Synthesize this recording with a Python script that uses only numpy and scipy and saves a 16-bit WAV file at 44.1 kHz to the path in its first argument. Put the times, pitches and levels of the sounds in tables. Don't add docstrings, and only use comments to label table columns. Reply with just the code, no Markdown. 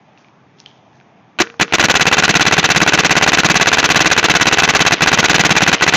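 import sys
import numpy as np
from scipy import signal
from scipy.io import wavfile

SR = 44100
rng = np.random.default_rng(int(sys.argv[2]) if len(sys.argv) > 2 else 0)


def convert_level_to_amplitude(level_db):
    exponent = np.asarray(level_db, float) / 20
    return 10 ** exponent


def unload_audio(sound):
    columns = np.transpose(np.atleast_2d(sound))
    steps = np.round(np.clip(columns, -1, 1) * 32767)
    wavfile.write(sys.argv[1], SR, steps.astype(np.int16))


N = 263026

# (valve opens [s], tightness of the
# ball in the barrel [dB])
SHOTS = [(1.4005, -1.5), (1.6093, -0.5), (1.7351, -1.5), (1.795, -10), (1.838, 1.5), (1.8965, -2),
         (1.9521, -4), (2.0077, -0.5), (2.0661, 2), (2.125, -4), (2.1806, 0), (2.235, -3),
         (2.291, 3), (2.3518, 2.5), (2.407, -2), (2.4641, 1), (2.5227, 1.5), (2.5789, 4),
         (2.6405, -1), (2.701, 0), (2.7593, 3), (2.8143, 3), (2.8747, -0.5), (2.9332, 1),
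         (2.987, 1.5), (3.0464, 1), (3.1063, 1), (3.1647, 2), (3.223, -1.5),
         (3.275, 1.5), (3.3307, -4), (3.3839, 0.5), (3.4451, 3), (3.4982, 3), (3.554, 1.5),
                (3.6098, -1.5), (3.6698, -1), (3.7276, -2), (3.7826, -12), (3.8403, -0.5), (3.901, 0),
                (3.957, 2.5), (4.0036, 0), (4.057, 0.5), (4.113, -5), (4.176, -2.5), (4.24, -5),
                (4.2965, 0.5), (4.3504, -2), (4.4098, 0), (4.4675, -0.2), (4.5241, -3.5), (4.5835, -4),
                (4.6328, -1), (4.6881, -1), (4.7484, -4), (4.8035, 2.5), (4.8625, -2), (4.9198, 2),
         (5.0189, 3), (5.0718, -16), (5.128, 2), (5.1859, 2.5), (5.2402, -3), (5.2954, 1.5),
                 (5.343, 2), (5.3935, 3), (5.4481, 1.5), (5.5043, 4), (5.564, 0), (5.618, 4), (5.675, 2),
                 (5.7278, -0.5), (5.821, -5), (5.8761, 0.5), (5.936, 1)]
# (time after the valve opens [ms], level [dB], scatter [ms],
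# favoured pitch [Hz], spread [octaves])
BOLT_KNOCKS = [
    (-11, 8, 0.035, 2480, 0.86),
    (-11.5, 7, 0.024, 710, 0.53),
    (-9, 8.5, 0.1, 2080, 0.31),
    (-8, -2, 0.794, 2130, 0.75),
    (-3.5, -2.5, .8, 2430, 0.37),
]
# (time [s], level [dB])
FIRST_KNOCKS = [
    (1.3881, -1),
    (1.3914, 6),
    (1.3977, -1),
]
# (time after the valve opens [ms], level [dB], scatter [ms],
# favoured pitch [Hz], spread [octaves])
VALVE_KNOCKS = [(0.22, 7, 0.015, 1320, 2.33), (1.38, 13.5, 0.017, 1840, 2.1), (2.5, 9, 0.048, 1460, 1.21),
                (5.5, 13, 0.077, 5630, 0.66), (7, 5.5, 0.051, 2500, 1.16), (9.5, 9, 0.05, 5300, 0.52),
                (13, -4, .3, 2400, 0.98), (16.5, 13.5, 0.28, 6500, 0.25), (18.5, 7, .3, 4100, 0.88),
                (20.5, -6, .3, 2100, 1.5), (23, 0, 0.16, 5000, 0.58), (29, -9, 0.04, 1980, 0.28),
                (38, -18, .4, 2250, 0.29)]
# (time after the valve opens [ms], level [dB], scatter [ms],
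# favoured pitch [Hz], spread [octaves])
LANE_SLAPS = [
    (49.7, -26, 1.72, 2200, 0.51),
    (71, -18.5, 0.46, 2500, 0.66),
    (100.3, -20, 0.24, 2200, 0.37),
    (140.7, -27, 0.7, 1000, 0.55),
]
# (pitch [Hz], level [dB], time to fade 60 dB [s])
BODY_MODES = [(319.7, -8.5, 0.058), (420.4, -15.5, 0.083), (795, -9, 0.013), (1193, -9, 0.018),
              (1491, -7, 0.021), (1646, -8.5, 0.012), (1975, -12, 0.016), (2400, -8.5, 0.0078),
              (2625, -9, 0.011), (3000, -11.5, 0.012), (3526, -12.5, 0.0091), (3874, -10, 0.0086),
              (4160, -24, 0.012), (5600, -45, 0.0039), (6025, -8.5, 0.0034)]
# (frequency [Hz], level [dB per Hz])
GAS_COLOUR = [(60, -35), (200, 6), (700, 8), (1600, 4), (2600, 14), (3500, -5.5), (4900, 8), (6300, -3.5),
              (10000, -16)]
# (pitch [Hz], width [Hz], level [dB])
PORT_WHISTLES = [(1480, 1700, -8), (2730, 320, -4.5), (6300, 260, -8.5)]
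# (pitch [Hz], level [dB], time to fade 60 dB [s], time after the valve opens [ms])
BARREL_AIR = [(167, -13, 0.065, 6.64), (205, -9.5, 0.05, 7.62), (295, -6.5, 0.027, 6.84)]
# (time [s], level [dB], pitch [Hz], time to fade 60 dB [s])
FIRST_THUMP = [
    (1.405, 3, 361, 0.05),
]
# (frequency [Hz], level [dB per Hz])
LANE_COLOUR = [(60, -38), (150, -2), (400, -2.5), (700, -22), (1600, -2), (2400, -15.5), (4300, -22),
               (6500, -21.5), (10000, -16)]
# (frequency [Hz], time to fade 60 dB [s])
LANE_DECAY = [(200, 0.28), (2000, 0.27), (7000, 0.46)]
# (frequency [Hz], level [dB])
SPLAT_COLOUR = [(300, -12.5), (700, -10), (1600, -10.5), (2500, 1), (4000, -11), (6500, -19)]
# (pitch [Hz], level [dB], time to fade 60 dB [s])
TANK_MODES = [(466, -31, 0.64), (1857, -46, .4), (2315, -42, 0.34)]
# (time [s], peak level [dB], pitch
# [Hz], time to fade 60 dB [s])
GRIP_TICKS = [(0.174, -37, 2720, 0.011), (0.2442, -36, 2350, 0.008), (0.2544, -45, 1530, 0.008),
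              (0.2832, -39, 2360, 0.008), (0.584, -42, 3460, 0.0059), (0.6539, -41, 2400, 0.008),
              (0.659, -21.5, 3170, 0.011), (0.711, -39, 3180, 0.008), (0.9302, -39, 1820, 0.008),
              (0.999, -36, 2380, 0.0087), (1.01, -32, 1530, 0.008),
              (0.6, -20, 5350, 0.0016),
    (.612, -42, 5500, .01),
    (1.3648, -46, 2200, .008),
    (1.379, -44, 3000, 0.012),
    (1.387, -33, 2500, 0.036),
    (1.593, -21, 3400, 0.017),
    (1.712, -27, 2200, .012),
]
# (time [s], level [dB], pitch [Hz], width [Hz], time to fade 60 dB [s])
SPRING_BUZZ = [
    (.664, -51, 3200, 250, 0.61),
]
# (time [s], peak level [dB], fade [dB per s])
GLOVE_RUSTLE = [
    (.18, -55, 140),
    (.59, -49, 220),
    (.67, -56, 110),
    (.94, -59, 155),
]
# (frequency [Hz], level [dB per Hz])
TRAFFIC_COLOUR = [(24, -46), (40, -21), (131, 9), (408, -4.5), (475, -9), (579, -4), (705, 0), (916, -2.5),
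                  (1250, -10), (2450, -13.5), (4740, -32.5), (6580, -25), (7500, -45), (9750, -75),
                  (16500, -120)]


def rms_one(x):
    return x / np.sqrt(np.mean(x ** 2) + 1e-20)


def butter(x, order, hz, kind="low"):
    return signal.sosfilt(signal.butter(order, hz, kind, fs=SR, output="sos"), x)


def at_hz(points, hz):
    table_hz, values = np.array(points).T
    return np.interp(np.log(hz), np.log(table_hz), values)


def clicks(seconds, sizes):
    seconds = np.asarray(seconds)
    out = np.full(N, 1e-18)
    places = np.clip(np.round(seconds * SR).astype(int), 0, N - 1)
    np.add.at(out, places, sizes * (seconds < N / SR))
    return out


def ring(x, hz, t60):
    r = convert_level_to_amplitude(-60 / (t60 * SR))
    w = 2 * np.pi * hz / SR
    return signal.lfilter([0, np.sin(w)], [1, -2 * r * np.cos(w), r * r], x)


def drift(rate):
    r = np.exp(-2 * np.pi * rate / SR)
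    return rms_one(signal.lfilter([1], [1, -2 * r, r * r], rng.standard_normal(N + SR))[SR:])


def bands(spectrum):
    edges = 40 * 2 ** np.arange(0, 8.1, .5)
    centres = np.sqrt(edges[:-1] * edges[1:])
    white = rng.standard_normal((2, N))
    noise = []
    for k, hz in enumerate(centres):
        level = convert_level_to_amplitude(at_hz(spectrum, min(hz, 6400)))
        noise.append(level * butter(white[k % 2], 2, edges[k:k + 2], "band"))
    return centres, np.array(noise) / np.std(sum(noise))


def struck_body(at, contacts, strength_db, vary_db, ring_share=1):
    ms, db, scatter, favoured_hz, spread = np.transpose(contacts)
    jitter = scatter * rng.standard_normal((len(at), len(ms)))
    times = at[:, None] + (ms + jitter) / 1000
    force_db = strength_db[:, None] + db + vary_db * rng.standard_normal(times.shape)
    out = np.zeros(N)
    for hz, mode_db, t60 in BODY_MODES:
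        place = 1 / (1 + (np.log2(hz / favoured_hz) / spread) ** 2)
        luck_db = vary_db * rng.standard_normal(times.shape)
        sizes = -place * convert_level_to_amplitude(force_db + mode_db + luck_db)
        out += ring(clicks(times.ravel(), sizes.ravel()), hz, ring_share * t60)
    return out


def bolt(at):
    strength_db = -3.2 - 0.24 * (at - at[0])
    knocks = struck_body(at[1:], BOLT_KNOCKS, strength_db[1:], vary_db=2.5, ring_share=0.71)
    first, first_db = np.transpose(FIRST_KNOCKS)
    return knocks + struck_body(first, [(0, 0.0039, 0, 2600, 0.6)], first_db, vary_db=1.0)


def valve(at):
    return struck_body(at, VALVE_KNOCKS, 0 * at, vary_db=1.8)


def gas(at):
    hurry_ms = np.maximum(61.4 - 1000 * np.diff(at, prepend=0), 0)
    gas_db = -0.02 + 0.26 * (at - at[0]) - 0.08 * hurry_ms
    ms = np.cumsum([0, 1.28, 19.5, 5.0, 30.0])
    db = -5.5 - np.cumsum([0, 3.5, 20.0, 22.0])
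    flow = convert_level_to_amplitude(np.interp(np.arange(0, ms[-1], 1000 / SR), ms, np.append(-60, db)))
    starts = clicks(at + 0.87 / 1000, convert_level_to_amplitude(gas_db))
    pressure = signal.fftconvolve(starts, flow)[:N]
    hiss = bands(GAS_COLOUR)[1].sum(0)
    white = rng.standard_normal(N)
    whistle = sum(convert_level_to_amplitude(db) * rms_one(ring(white, hz, 1.17 / width)) for hz, width, db in PORT_WHISTLES)
    return pressure * convert_level_to_amplitude(1.0 * drift(260)) * rms_one(hiss + 0.39 * whistle)


def barrel(at, seal_db):
    wobble = rng.normal(0, 0.00054, len(at))
    push = np.zeros(N)
    for hz, db, t60, ms in BARREL_AIR:
        push += ring(clicks(at + ms / 1000 + wobble, -convert_level_to_amplitude(db + 2.0 * seal_db)), hz, t60)
    for s, db, hz, t60 in FIRST_THUMP:
        push += ring(clicks([s], -convert_level_to_amplitude(db)), hz, t60)
    return butter(push, 2, 700)


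def slaps(at):
    return butter(struck_body(at, LANE_SLAPS, 0 * at, vary_db=1.5), 2, 3500)


def lane(at):
    centres, noise = bands(LANE_COLOUR)
    start = clicks(at + 0.017, np.ones(len(at)))
    power = []
    for hz in centres:
        keep = convert_level_to_amplitude(-120 / (at_hz(LANE_DECAY, hz) * SR))
        power.append(signal.lfilter([1], [1, -keep], start))
    return convert_level_to_amplitude(-27.5 + 2.0 * drift(160)) * (noise * np.sqrt(power)).sum(0)


def splats(at):
    sizes = convert_level_to_amplitude(3.0 * np.minimum(rng.exponential(1, N), 3.0)) * rng.choice([-1, 1], N)
    sizes = sizes * (rng.random(N) < 5000.0 / SR)
    dealt = rng.integers(0, 20, N)
    knocks = np.zeros(N)
    for k, hz in enumerate(np.geomspace(300, 6500, 20)):
        one_pitch = ring(sizes * (dealt == k) + 1e-18, hz, 9.0 / hz)
        knocks += convert_level_to_amplitude(at_hz(SPLAT_COLOUR, hz)) * rms_one(one_pitch)
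    lag_s, settle_s = 0.29, 0.2
    landed = clicks(at + lag_s, np.ones(len(at)))
    pile = signal.lfilter([1], [1, -np.exp(-1 / (settle_s * SR))], landed)
    return convert_level_to_amplitude(-35.5) * pile * rms_one(knocks)


def tank(at):
    t = np.arange(N) / SR
    since = t - np.append(-9, at)[np.searchsorted(at, t)]
    return sum(convert_level_to_amplitude(db - 60 * since / t60) * np.sin(2 * np.pi * hz * t) for hz, db, t60 in TANK_MODES)


def grip():
    out, t = np.zeros(N), np.arange(N) / SR
    for s, db, hz, t60 in GRIP_TICKS:
        tick = clicks([s + 0.0016], convert_level_to_amplitude(db))
        out += ring(tick, hz, t60)
        out += .5 * ring(tick, min(1.34 * hz, 6500), 0.32 * t60)
    for s, db, hz, width, t60 in SPRING_BUZZ:
        fade = (t > s) * convert_level_to_amplitude(db - 60 * np.abs(t - s) / t60 + 3.0 * drift(60))
        out += fade * rms_one(ring(rng.standard_normal(N), hz, 1.4 / width))
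    shifts = []
    for s, db, fade in GLOVE_RUSTLE:
        slope = np.where(t < s, 1200.0, fade)
        shifts.append(db - slope * np.abs(t - s))
    rustle_db = np.maximum(np.max(shifts, axis=0), -84)
    out += convert_level_to_amplitude(rustle_db + 3.0 * drift(120) + 5.0) * rng.standard_normal(N)
    return butter(out, 2, 1700, "high")


def traffic():
    return convert_level_to_amplitude(-47.5) * sum(band * convert_level_to_amplitude(1.5 * drift(2.4)) for band in bands(TRAFFIC_COLOUR)[1])


def scene():
    at, seal_db = np.transpose(SHOTS)
    marker = bolt(at) + valve(at) + gas(at) + barrel(at, seal_db) + slaps(at)
    around = lane(at) + splats(at) + tank(at) + grip() + traffic()
    no_top = signal.cheby2(8, 40, 7700, fs=SR, output="sos")
    return (marker + signal.sosfilt(no_top, around))[None]


def top_cut(x):
    return signal.sosfilt(signal.butter(12, 16460, fs=SR, output="sos"), x)


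def record(dry):
    capsule = 0.63 * np.tanh(butter(dry, 1, 60.0, "high") / 0.62)
    narrow = signal.sosfilt(signal.cheby1(4, .5, 6900, fs=SR, output="sos"), capsule)
    narrow = signal.sosfilt(signal.cheby2(8, 60, 10200, fs=SR, output="sos"), narrow)
    narrow = butter(narrow, 1, 120.0, "high")
    clipped = np.clip(narrow, -.71, .71)
    mix = signal.sosfilt(signal.cheby2(12, 60, 16400, fs=SR, output="sos"), clipped)
    return top_cut(mix)


dry = scene()
out = record(dry)
unload_audio(out)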